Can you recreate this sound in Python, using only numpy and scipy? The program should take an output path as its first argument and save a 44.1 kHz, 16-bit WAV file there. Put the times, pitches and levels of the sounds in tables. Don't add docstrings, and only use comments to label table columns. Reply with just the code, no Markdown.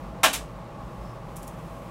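import sys
import numpy as np
from scipy import signal
from scipy.fft import rfft, irfft
from scipy.io import wavfile

SR = 44100
rng = np.random.default_rng(int(sys.argv[2]) if len(sys.argv) > 2 else 0)


def master(y):
    cut = np.clip(np.atleast_2d(y).T, -1, 1)
    pcm = np.round(cut * 32767)
    wavfile.write(sys.argv[1], SR, pcm.astype(np.int16))


N = 83790
FREQS_HZ = np.arange(N // 2 + 1) * SR / N


def gain(db):
    return 10 ** (np.asarray(db) / 20)


def unit(x):
    return x / (np.std(x) + 1e-12)


def look_up(hz, table, column=1):
    rows = np.array(table, float)
    return np.interp(np.log(hz + 1), np.log(rows[:, 0]), rows[:, column])


def colour(noise, table):
    return unit(irfft(rfft(noise) * gain(look_up(FREQS_HZ, table)), N))


def narrow_noise(hz, width_hz):
    phases = np.exp(2j * np.pi * rng.random(N // 2 + 1))
    return unit(irfft(phases / (1 + ((FREQS_HZ - hz) / width_hz) ** 2), N))


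def grainy(clicks_per_s, share):
    clicks = rng.choice([-1, 1], N) * (rng.random(N) < clicks_per_s / SR)
    return np.sqrt(1 - share) * rng.standard_normal(N) + np.sqrt(share) * unit(clicks)


def fade(age, fade_s):
    return np.exp(-np.log(1000) * np.maximum(age, 0) / fade_s)


def burst(age, fall_s):
    return (age >= 0) * np.exp(-np.maximum(age, 0) / fall_s)


# pitch_hz, relative_db
FAN_COLOUR = [(15, -32), (28, -15), (50, 1), (80, -19.5), (110, -3), (170, -1), (215, -4), (280, -10.5),
              (345, -7.5), (405, -14), (490, -7.5), (650, -9), (730, -15.5), (810, -8), (930, -13),
              (1130, -10.5), (1480, -22), (2400, -28), (4000, -35), (8000, -44), (16000, -61)]
# pitch_hz, width_hz, level_db
FAN_HUMS = [(52.7, 6.9, -45.5), (119.2, 3.7, -50.5), (170.7, 8, -50), (561, 9.2, -58.5), (661, 13, -56),
            (816, 10, -57), (1081, 15, -56.5), (1137, 14, -59.5)]

def fan():
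    air = colour(rng.standard_normal(N), FAN_COLOUR)
    level_db = -40.5 - 0.53 * narrow_noise(hz=8, width_hz=13)
    hum = sum(gain(db) * narrow_noise(hz, width_hz) for hz, width_hz, db in FAN_HUMS)
    return air * gain(level_db) + hum


# time_s, level_db
RUSTLE_LEVELS = [(0, -62.5), (.2, -68), (.5, -65), (.75, -68.5), (.84, -64.5), (.95, -63.5), (1.08, -62),
                 (1.21, -67), (1.32, -62.5), (1.55, -61), (1.66, -59), (1.9, -60.5)]
# pitch_hz, relative_db
RUSTLE_COLOUR = [(500, -19), (2500, 6.5), (4500, -5), (8000, -1.5), (12000, -3.5), (16000, -6.5)]
FIBRE_CLICKS_PER_S, FIBRE_SHARE = 4000, 0.22

def rustle(t):
    fibres = colour(grainy(FIBRE_CLICKS_PER_S, FIBRE_SHARE), RUSTLE_COLOUR)
    level_db = np.interp(t, *np.array(RUSTLE_LEVELS).T)
    hiss_swell = np.exp(-((t - 1.075) / 0.075) ** 2)
    hiss = narrow_noise(hz=5220, width_hz=300) * hiss_swell
    return fibres * gain(level_db) + gain(-65.5) * hiss


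# pitch_hz, relative_db
CRACK_COLOUR = [(100, -10), (270, 2.5), (400, -4.5), (600, 0), (1200, -0.5), (1750, -1.5), (2050, -2),
                (2500, -0.5), (3700, -4), (4400, -10), (5600, -8.5), (8000, -8.5), (11500, -12.5),
                (16000, -18)]
# delay_s, relative_db, fall_s
WALL_ECHOES = [(.0065, -0.5, 0.0077), (0.028, -6, 0.01)]
# pitch_hz, build_s, fade_s
ROOM_SLAP = [(250, 0.023, .38), (810, 0.012, 0.24), (1730, 0.0048, 0.23), (3520, 0.017, 0.19),
             (7150, 0.0069, 0.23), (15000, .008, 0.13)]
TREBLE_HZ, SLAP_SWELL_DB, SLAP_HOLD_S = 4580, 3.5, 0.0034

def crack(age, low_cut_hz, treble_db):
    f = FREQS_HZ + 1
    treble = gain(treble_db * f ** 2 / (f ** 2 + TREBLE_HZ ** 2))
    low_cut = 1 / np.hypot(1, (low_cut_hz / f) ** 2)
    echoes = grainy(clicks_per_s=5200, share=0.22)
    spectrum = rfft(colour(echoes, CRACK_COLOUR)) * treble * low_cut
    direct = gain(-9) * burst(age, fall_s=0.0012)
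    walls = sum(gain(db) * burst(age - delay_s, fall_s) for delay_s, db, fall_s in WALL_ECHOES)
    out = 0
    for hz in 125 * 2 ** np.arange(8):
        band = irfft(spectrum * np.maximum(1 - abs(np.log2(f / hz)), 0), N)
        build_s, fade_s = look_up(hz, ROOM_SLAP, column=1), look_up(hz, ROOM_SLAP, column=2)
        swell = gain(SLAP_SWELL_DB * (np.clip(age / build_s, 0, 1) - 0.5))
        slap = swell * fade(age - build_s - SLAP_HOLD_S, fade_s)
        out = out + band * np.hypot(direct + walls, slap)
    return out * (age >= 0)


# pitch_hz, relative_db, fade_s
ROOM_NOTES = [(269, -11, 0.36), (648, 2.5, 0.11), (763, 3, 0.1), (880, 0.5, 0.13), (1061, 3.5, 0.14),
              (1352, 5.5, 0.082), (1609, 1, 0.13), (1749, 0, 0.11), (2450, -8.5, 0.11), (2440, -0.5, 0.1),
              (2660, -15, 0.16), (3050, -9, 0.33), (3420, -24, 0.14), (3120, -11, 0.17),
              (3544, -7.5, 0.088), (3590, -6, .18), (3895, -10, 0.24)]
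RING_DELAY_S, RING_BUILD_S = 0.00304, 0.01

def room_ringing(age):
    age = age - RING_DELAY_S
    notes = 0
    for hz, db, fade_s in ROOM_NOTES:
        tone = np.sin(2 * np.pi * (hz * age + rng.random()))
        notes = notes + gain(db) * tone * fade(age - RING_BUILD_S, fade_s)
    return notes * np.clip(age / RING_BUILD_S, 0, 1)


# start_s, level_db, low_cut_hz, treble_db, ringing_db
CRACKS = [(0.2326, -15.5, 444, -1, -21.5), (0.3298, -30.5, 1510, 7, -45)]

def cloth_fling(t):
    out = 0
    for start_s, db, low_cut_hz, treble_db, ringing_db in CRACKS:
        out = out + gain(db) * crack(t - start_s, low_cut_hz, treble_db)
        out = out + gain(ringing_db) * room_ringing(t - start_s)
    return out


# start_s, level_db, tail_relative_db
TICKS = [(1.3662, -37, -7), (1.4297, -41, -8.5), (1.4774, -39.5, -9)]
# pitch_hz, relative_db
TICK_COLOUR = [(1000, -27), (3500, -10), (4700, -11), (5500, -4), (7500, -2.5), (10000, -1.5),
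               (12000, -6.5), (16000, -8.5)]
SCRAPE_LEAD_S, TICK_RISE_S, TICK_FALL_S = 0.007, 0.0011, 0.0019

def ticks(t):
    out = 0
    for start_s, db, tail_db in TICKS:
        age = t - start_s
        scrape = gain(-13.5) * (age > -SCRAPE_LEAD_S) * (age < TICK_RISE_S)
        hit = np.clip(age / TICK_RISE_S, 0, 1) * np.exp(-np.maximum(age - TICK_RISE_S, 0) / TICK_FALL_S)
        tail = gain(tail_db) * (age >= TICK_RISE_S) * fade(age, fade_s=0.16)
        fibres = colour(grainy(FIBRE_CLICKS_PER_S, FIBRE_SHARE), TICK_COLOUR)
        out = out + gain(db) * fibres * np.sqrt(scrape ** 2 + hit ** 2 + tail ** 2)
    return out


def scene():
    t = np.arange(N) / SR
    return (fan() + rustle(t) + cloth_fling(t) + ticks(t))[None]


def record(dry):
    ceiling, top_hz = 0.67, 15750
    rounded = ceiling * np.tanh(dry / ceiling)
    return signal.sosfilt(signal.ellip(10, .2, 80, top_hz, fs=SR, output="sos"), rounded)


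dry = scene()
out = record(dry)
master(out)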